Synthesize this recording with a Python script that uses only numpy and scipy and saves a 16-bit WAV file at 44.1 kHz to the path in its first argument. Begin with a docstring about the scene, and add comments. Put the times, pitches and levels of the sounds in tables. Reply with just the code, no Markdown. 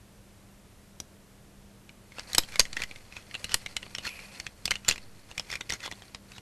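"""Loose coloured pencils click and clack as a hand sorts through them on a desk in a small quiet room.
Each knock is a dry crack with a brief wooden ring, and it bumps the desk beneath.
Between knocks the fingers brush along the row, barrels rasp over each other and one is drawn out.
The sound is close and almost mono, over a low room rumble and a faint hum;
the hardest clacks overload the microphone."""
import sys
import numpy as np
from scipy import signal
from scipy.fft import rfft, irfft, next_fast_len
from scipy.io import wavfile

SR = 44100
rng = np.random.default_rng(int(sys.argv[2]) if len(sys.argv) > 2 else 0)


def wrap_up_sound(samples):
    """Save the sound to the file named by the first command line argument, as 16-bit audio."""
    columns = np.atleast_2d(samples).T
    # keep every value between -1 and 1, then stretch to whole-number steps
    tamed = np.clip(columns, -1, 1)
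    steps = np.round(tamed * 32767).astype(np.int16)
    wavfile.write(sys.argv[1], SR, steps)


N = 283033
TIME = np.arange(N) / SR

# The room's rumble and hiss. Each row: frequency in Hz, relative level in dB.
ROOM_COLOUR = [(12, -44), (20, 2), (55, -2), (75, -3.5), (104, 0), (166, -8), (200, -9), (229, -9),
               (363, -12), (531, -14.5), (642, -15), (755, -18.5), (4640, -27.5), (7980, -28), (13000, -31)]
# The tone of a pencil rubbing. Each row: frequency in Hz, relative level in dB.
SLIDE_COLOUR = [(150, -5), (400, -3.5), (900, -4.5), (1400, 5.5), (2500, -3.5), (4300, -8.5), (6500, -2.5),
                (9000, -14.5), (13000, -17)]
# A barrel dragged over its neighbours.
# Each row: fastest moment in seconds, length in seconds, level in dB, pitch of the rasp in Hz.
SLIDES = [(2.194, 0.065, -49, 1400), (2.344, 0.098, -45, 4500), (2.545, .08, -44.5, 2360),
          (2.818, 0.066, -40, 1965), (3.18, 0.14, -50.5, 2500), (3.533, 0.097, -41, 2977),
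          (4.066, 0.069, -38, 4400), (4.905, .1, -38, 3040), (5.309, 0.045, -53, 6380),
          (5.534, 0.11, -42, 2418), (5.738, 0.079, -39, 2150), (5.833, 0.07, -45, 2000),
          (5.86, 0.057, -37, 3450), (6.364, .09, -52, 3825)]
# Wooden pencil taps and knocks: a lone tip tap, then barrels clacking together.
# Each row: start in seconds, strength in dB, main ring in Hz, brightness in dB (high for a bare hit,
# low for a cushioned one), body in dB (high when the pencil is firmly supported by the desk).
KNOCKS = [(1.001, -39, 5850, 20.5, 13), (1.8929, -45, 2300, -7, -12), (2.12, -48, 2200, -15, 3),
          (2.1836, -37, 2720, -22, 14.5), (2.1947, -32.5, 4700, -9, -1), (2.3318, -33.5, 4040, 21, -12),
          (2.3482, -25, 3100, 20, -2), (2.3814, -15, 3960, 17.5, 6), (2.392, -36, 4460, -8, -12),
          (2.4346, -37.5, 3160, -4, -7), (2.5573, -30.5, 2190, 5, 3.5), (2.595, -15.5, 4690, 17.5, 5.5),
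          (2.602, -18, 6460, 4, -18), (2.6528, -36, 1980, -10, -8), (2.73, -31, 4470, -15, -8),
          (2.7673, -26, 1920, -29, 3.5), (2.7727, -36, 1980, -8.5, 1), (2.794, -43, 1750, 0, 2),
          (2.8018, -36, 1970, -10, 11), (2.819, -28, 2350, -7, -2), (2.836, -30.5, 2000, 6, -8),
          (2.9112, -39, 2330, -22, 3), (2.959, -43, 2080, -5, -1), (3.1236, -45, 2500, -6, 2.5),
          (3.1662, -36, 2550, -30, 0), (3.311, -43.5, 2160, -5, -3), (3.3423, -32.5, 2940, -35, -6),
          (3.3506, -30, 2710, -29, -2.5), (3.443, -30, 2880, 13.5, -5), (3.4931, -40.5, 2930, 2, -8),
          (3.518, -33.5, 2800, 8, -10), (3.5424, -20.5, 2946, 22.5, 1), (3.6615, -30.5, 2170, -4, -3),
          (3.7661, -25.5, 2930, 9, -9.5), (3.8288, -36.5, 2790, -36, 0), (3.8639, -45.5, 2306, -23, 16),
          (3.95, -27, 5460, -22, -10.5), (3.9833, -31, 2911, -7, 2), (4.051, -37, 1795, 5, 1),
          (4.067, -31.5, 4207, -13, -3), (4.0755, -31, 2670, -25, -2.5), (4.191, -42, 2360, -26, 3),
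          (4.3996, -31, 4300, -7, -10.5), (4.4659, -32.5, 2550, -1, -3.5), (4.655, -28, 5130, 20, -8),
          (4.678, -29.5, 2620, -8, 3), (4.7082, -21, 3020, 6.5, -9.5), (4.7151, -21.5, 2080, -1, -4.5),
          (4.738, -39, 2800, -17, -7), (4.755, -29.5, 2850, -11, -11), (4.8822, -21.5, 7200, 11, -5.5),
          (4.887, -19.5, 7170, 19.5, -4), (4.8967, -23, 4170, 9, -3), (4.911, -23, 2720, 5, -6),
          (4.9237, -31, 3490, -6, -3), (4.9586, -40, 2460, 1, 5), (4.979, -39.5, 2670, -6, 7),
          (5.313, -43, 2800, 1, 9), (5.3787, -29.5, 2383, 5, -4), (5.396, -28.5, 5210, -1, 1),
          (5.5018, -38, 2440, 5, 6), (5.5153, -37, 5310, 13, -8), (5.5261, -31, 1970, -5, 4),
          (5.5379, -36.5, 2400, 3, -4), (5.5546, -30.5, 2450, -6, -2), (5.609, -28.5, 3650, -28, -4),
          (5.6974, -31.5, 4424, 2, 4.5), (5.703, -27.5, 1990, 4, -7), (5.722, -28, 5750, -4, 2.5),
          (5.7357, -37.5, 6450, 20, 3), (5.8604, -32, 3483, -26, 6), (5.877, -36, 1045, -19, 11),
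          (5.9134, -35.5, 1920, -8, 7), (5.923, -36, 3450, -17, 10), (6.0205, -44, 3230, -16, 12),
          (6.147, -34, 4860, -14, 3.5), (6.381, -43, 2860, -5, 9)]


def from_db(db):
    return 10 ** (np.asarray(db) / 20)


def rms_one(x):
    return x / np.sqrt(np.mean(x ** 2) + 1e-20)


def coloured(x, spectrum):
    """Shape a steady texture by (Hz, dB) points; rms 1."""
    hz, db = np.transpose(spectrum)
    size = next_fast_len(len(x))
    bins = np.maximum(np.fft.rfftfreq(size, 1 / SR), 1)
    gain = from_db(np.interp(np.log(bins), np.log(hz), db))
    return rms_one(irfft(rfft(x, size) * gain, size)[:len(x)])


def resonance(x, hz, width_hz):
    """Two-pole resonance with gain 1 at its peak."""
    r = np.exp(-np.pi * width_hz / SR)
    gain = (1 - r * r) / 2
    return signal.lfilter([gain, 0, -gain], [1, -2 * r * np.cos(2 * np.pi * hz / SR), r * r], x)


def drift(per_s):
    """A random wander with a spread of about 1."""
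    points = rng.standard_normal(8192)
    return np.interp(TIME * per_s, np.arange(len(points)), points)


def add(out, start_s, sound):
    """Mix a short sound in at its start time."""
    start = min(round(start_s * SR), N)
    out[start:start + len(sound)] += sound[:N - start]


def room_tone(rumble_db=-54.5, hum_hz=198.4, hum_db=-63, waver_db=3, wander_rad=0.45):
    """The bed: low rumble, faint hiss and a wavering hum."""
    hum = np.sqrt(2) * np.sin(2 * np.pi * hum_hz * TIME + wander_rad * drift(21))
    rumble = from_db(rumble_db) * coloured(rng.standard_normal(N), ROOM_COLOUR)
    return rumble + from_db(hum_db + waver_db * drift(7.9)) * hum


def reflections(x, level_db=-17, early_t60=0.026, late_t60=0.15, first_s=0.00367):
    """Quick reflections from the desk and the things on it, then the short tail of the room."""
    # What the walls give back. Each row: frequency in Hz, relative level in dB.
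    wall_colour = [(200, 11), (800, 5), (2500, 5.5), (6000, 5), (13000, 8)]
    t = TIME[:SR // 2]
    response = 0
    for t60 in (early_t60, late_t60):
        tail = coloured(rng.standard_normal(len(t)), wall_colour) * from_db(-60 * t / t60) * (t > first_s)
        response = response + from_db(level_db) * tail / np.linalg.norm(tail)
    return signal.fftconvolve(x, response)[:N]


def desk_thud(level_db=-39, follow_share=0.26, spread_db=2):
    """Knocks pass into the desk, which bumps dully: the stronger and barer the hit, the more."""
    # Low modes of the desk top. Each row: frequency in Hz, level in dB, time to fall 60 dB in seconds.
    desk_modes = [(36, -5.5, 0.051), (63, 2, 0.081), (117, -1.5, 0.058), (178, -1, 0.062),
                  (304, -27, 0.028)]
    t = TIME[:SR // 5]
    hz, db, t60 = np.transpose(desk_modes)[:, :, None]
    modes = from_db(db - 60 * t / t60) * np.sin(2 * np.pi * hz * t)
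    out = np.zeros(N)
    for start_s, strength_db, _, brightness_db, _ in KNOCKS:
        push_db = level_db + follow_share * (strength_db + brightness_db)
        gains = from_db(push_db + spread_db * rng.standard_normal(len(modes)))
        signs = rng.choice([-1, 1], len(modes))
        add(out, start_s, (gains * signs) @ modes)
    return out


def pencil_ring(t, t60, pitch_spread=0.048, vary_db=3):
    """A barrel rings: each pencil has its own length, and the place of the blow favours some modes."""
    # Bending modes of a pencil. Each row: frequency in Hz, level in dB.
    bending_modes = [(520, -10.5), (900, -6.5), (1300, -10), (2020, 1.5), (2480, -2.5), (2920, 0),
                     (3500, 6.5), (4200, 10), (4900, 4.5), (5480, 2), (6200, -13), (7400, -46), (8200, -8),
                     (9100, -8), (10000, -10), (11400, -11), (12600, -2)]
    hz, db = np.transpose(bending_modes)
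    hz = hz * np.exp(pitch_spread * rng.standard_normal(len(hz)))
    strength = from_db(db + vary_db * rng.standard_normal(len(hz))) * rng.choice([-1, 1], len(hz))
    return strength @ np.sin(2 * np.pi * hz[:, None] * t) * from_db(-60 * t / t60)


def friction(colour, slips_per_s, spread_db, largest_db=15, hiss_db=2, pencils=12):
    """Lacquered wood catches and slips in tiny ticks, each ringing one pencil, over a smooth hiss."""
    sizes = from_db(np.minimum(spread_db * rng.exponential(1, N), largest_db)) * rng.choice([-1, 1], N)
    slips = sizes * (rng.random(N) < slips_per_s / SR)
    which = rng.integers(0, pencils, N)
    ticks = np.zeros(N)
    for k in range(pencils):
        ticks += signal.oaconvolve(slips * (which == k), pencil_ring(TIME[:SR // 50], t60=0.02))[:N]
    return coloured(rms_one(ticks) + from_db(hiss_db) * rng.standard_normal(N), colour)


def brushing(uneven_db=3):
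    """Fingertips feel along the row with uneven pressure."""
    # The pressure of the fingers, heard as loudness. Each row: time in seconds, level in dB.
    pressure = [(1.85, -91.5), (2.29, -49), (2.88, -56), (3.15, -62), (3.48, -51.5), (3.64, -59.5),
                (3.92, -56), (4.0, -56), (4.38, -50.5), (4.52, -65.5), (4.8, -56.5), (5.15, -66.5),
                (5.38, -56), (5.9, -59), (6.03, -57), (6.2, -72), (6.32, -54.5), (6.42, -73)]
    # The tone of skin on pencils. Each row: frequency in Hz, relative level in dB.
    brush_colour = [(200, -29), (500, 1.5), (1200, -2.5), (2500, -1), (3400, -11), (5300, -6.5), (8000, -7),
                    (11300, -11.5), (13000, -22.5)]
    level_db = np.interp(TIME, *np.transpose(pressure)) + uneven_db * drift(45)
    return from_db(level_db) * friction(brush_colour, slips_per_s=300, spread_db=12.5)


def drawing_out(fastest_s=4.08, free_s=4.41, peak_db=-44.5, rise_db_per_s=160.5, fall_db_per_s=58):
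    """One pencil whispers as it is pulled out lengthwise: a quick tug that slows until it comes free."""
    # Barrel resonances stirred by the rub. Each row: frequency in Hz, width in Hz, relative gain in dB.
    rubbed_modes = [(2500, 180, 10.5), (4160, 220, -22), (7315, 150, -14), (11220, 170, -3.5)]
    rub = rng.standard_normal(N)
    whisper = sum(from_db(db) * resonance(rub, hz, width) for hz, width, db in rubbed_modes)
    t = TIME - fastest_s
    speed = from_db(peak_db + np.minimum(rise_db_per_s * t, -fall_db_per_s * t))
    return speed * (TIME < free_s) * rms_one(whisper)


def slide_span(fastest_s, length_s, rise_share=0.58):
    """Start and end of a drag, in seconds."""
    start = fastest_s - rise_share * length_s
    return start, start + length_s


def slides(swell_db=17, judder_db=2, rasp_db=-5, rasp_width_hz=170):
    """Each drag swells to its fastest moment, judders, rasps at one pitch and dies away."""
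    grit = from_db(judder_db * drift(220)) * friction(SLIDE_COLOUR, slips_per_s=800, spread_db=3)
    out = np.zeros(N)
    for fastest_s, length_s, db, rasp_hz in SLIDES:
        start, end = slide_span(fastest_s, length_s)
        during = (TIME > start) & (TIME < end)
        speed = from_db(db - swell_db * np.interp(TIME[during], [start, fastest_s, end], [1, 0, 1]))
        rasp = from_db(rasp_db) * rms_one(resonance(grit[during], rasp_hz, rasp_width_hz))
        add(out, start, speed * (grit[during] + rasp))
    return out


def registers(sound):
    """Split a sound into four ranges, low to high: knock, clack, click and snap."""
    # The crossovers. Each entry: lower edge of a range in Hz.
    edges_hz = [170, 1500, 3500, 7000]
    parts, rest = [], sound
    for hz in edges_hz:
        low, high = (signal.butter(3, hz, kind, fs=SR, output="sos") for kind in ("low", "high"))
        parts.append(signal.sosfilt(low, rest))
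        rest = signal.sosfilt(high, rest)
    return parts[1:] + [rest]


def clack(ring_hz, t60, hardness_db, contact_s=0.0011, chatter_db=-11, ring_db=-2, crack_db=-2):
    """The pencil chatters during contact, then a brief ring and a dry broad crack die together."""
    t = TIME[:SR // 20]
    force = from_db(chatter_db) * rng.standard_normal(len(t)) * np.exp(-(t / contact_s) ** 2)
    force[0] = 1
    modes = signal.fftconvolve(pencil_ring(t, t60), force)[:len(t)]
    fading = from_db(-60 * np.maximum(t - contact_s, 0) / t60)
    # Hard blows bring more crack; light touches leave the barrel a little freer to ring.
    free_ring = from_db(-23 - 2 * hardness_db - 60 * t / 0.013)
    ring = np.sin(2 * np.pi * ring_hz * t) * np.minimum(t / contact_s, 1) * (fading + free_ring)
    crack_band = signal.butter(2, [38, 8000], "band", fs=SR, output="sos")
    crack = signal.sosfilt(crack_band, rng.standard_normal(len(t))) * fading
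    wood = rms_one(modes) + from_db(ring_db) * rms_one(ring)
    return wood + from_db(crack_db + hardness_db) * rms_one(crack)


def contact(strength_db, ring_hz, brightness_db, body_db, ring_lift_db=4, reach_octaves=0.73):
    """One voiced clack: a bare hit adds treble, firm support adds body, the ring's range stands out."""
    # How a contact fills the knock, clack, click and snap ranges.
    # Each row: centre in Hz, level in dB, share of the brightness, share of the body.
    voicing = [(700, -11, .02, 0.68), (2300, -1, .02, 0.058), (4930, -1, 0.17, 0), (10100, -23, 1, 0.19)]
    hz, db, bright_share, body_share = np.transpose(voicing)
    near_ring = np.exp(-(np.log2(ring_hz / hz) / reach_octaves) ** 2)
    colour_db = db + bright_share * brightness_db + body_share * body_db + ring_lift_db * near_ring
    levels_db = strength_db + colour_db
    t60 = 0.014 * np.exp(0.18 * rng.standard_normal())
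    parts = registers(clack(ring_hz, t60, hardness_db=0.055 * (max(levels_db) + 46)))
    attack = SR // 200  # each range is levelled over its first 5 ms
    return sum(from_db(level) * part / np.std(part[:attack]) for level, part in zip(levels_db, parts))


def touches(per_s=24, offset_db=-3, spread_db=4, centre_hz=2450, pitch_spread=0.156):
    """Each drag jostles the pencils beside it into light, unevenly scattered taps."""
    out = np.zeros(N)
    for fastest_s, length_s, slide_db, _ in SLIDES:
        start, _ = slide_span(fastest_s, length_s)
        count = round(per_s * length_s)
        for k in range(count):
            strength_db = slide_db + offset_db + spread_db * rng.standard_normal()
            ring_hz = centre_hz * np.exp(pitch_spread * rng.standard_normal())
            touch_s = start + length_s * (k + rng.random()) / count
            add(out, touch_s, contact(strength_db, ring_hz, brightness_db=6.5, body_db=-2.5))
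    return out


def pencil_knocks(graze_db=-11, graze_s=0.0017, rebound_s=0.007, rebound_db=-10.5, dull_db=-28):
    """Wooden pencil taps and knocks: each grazes, lands and rebounds once, weaker and duller."""
    out = np.zeros(N)
    until_hit = TIME[:SR // 125][::-1]
    for start_s, strength_db, ring_hz, brightness_db, body_db in KNOCKS:
        graze = coloured(rng.standard_normal(len(until_hit)), SLIDE_COLOUR) * np.exp(-until_hit / graze_s)
        add(out, start_s - until_hit[0], from_db(strength_db + graze_db) * graze)
        add(out, start_s, contact(strength_db, ring_hz, brightness_db, body_db))
        flight_s = rebound_s * np.exp(0.25 * rng.standard_normal())
        rebound = contact(strength_db + rebound_db, ring_hz, brightness_db + dull_db, body_db)
        add(out, start_s + flight_s, rebound)
    return out


def scene(side_hiss_db=-71, side_rumble_db=-78, side_echo_db=-30):
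    """The pencils sit dead centre; only traces of noise and reflections give the image any width."""
    # The noise that differs between left and right. Each row: frequency in Hz, relative level in dB.
    side_colour = [(12, -1), (20, 48), (229, -100), (889, -51), (1170, -77), (1700, -92.5), (4770, -12),
                   (13000, 11)]
    side_noise = from_db(side_hiss_db) * coloured(rng.standard_normal(N), side_colour)
    side_rumble = from_db(side_rumble_db) * coloured(rng.standard_normal(N), ROOM_COLOUR)
    room, desk = room_tone(), desk_thud()
    pencils = pencil_knocks() + slides() + drawing_out() + brushing() + touches()
    side = side_noise + side_rumble + from_db(side_echo_db) * reflections(pencils)
    mid = room + desk + pencils + reflections(pencils)
    return mid + side * np.array([[1], [-1]])


def record(dry, knee=0.12, ceiling=0.75, thump_db=10, dip_db=-25, cutoff_hz=13100):
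    """Hard clacks overload the microphone: peaks round off and leave a soft thump. The top is cut."""
    overload = np.maximum(np.abs(dry) - knee, 0)
    recovery = signal.sosfilt(signal.butter(1, [.8, 5], "band", fs=SR, output="sos"), overload)
    thump = signal.sosfilt(signal.butter(2, 45, fs=SR, output="sos"), recovery + from_db(dip_db) * overload)
    rounded = dry / (1 + (dry / ceiling) ** 4) ** .25
    top_cut = signal.ellip(10, .1, 80, cutoff_hz, fs=SR, output="sos")
    return signal.sosfilt(top_cut, rounded - from_db(thump_db) * thump)


dry = scene()
out = record(dry)
wrap_up_sound(out)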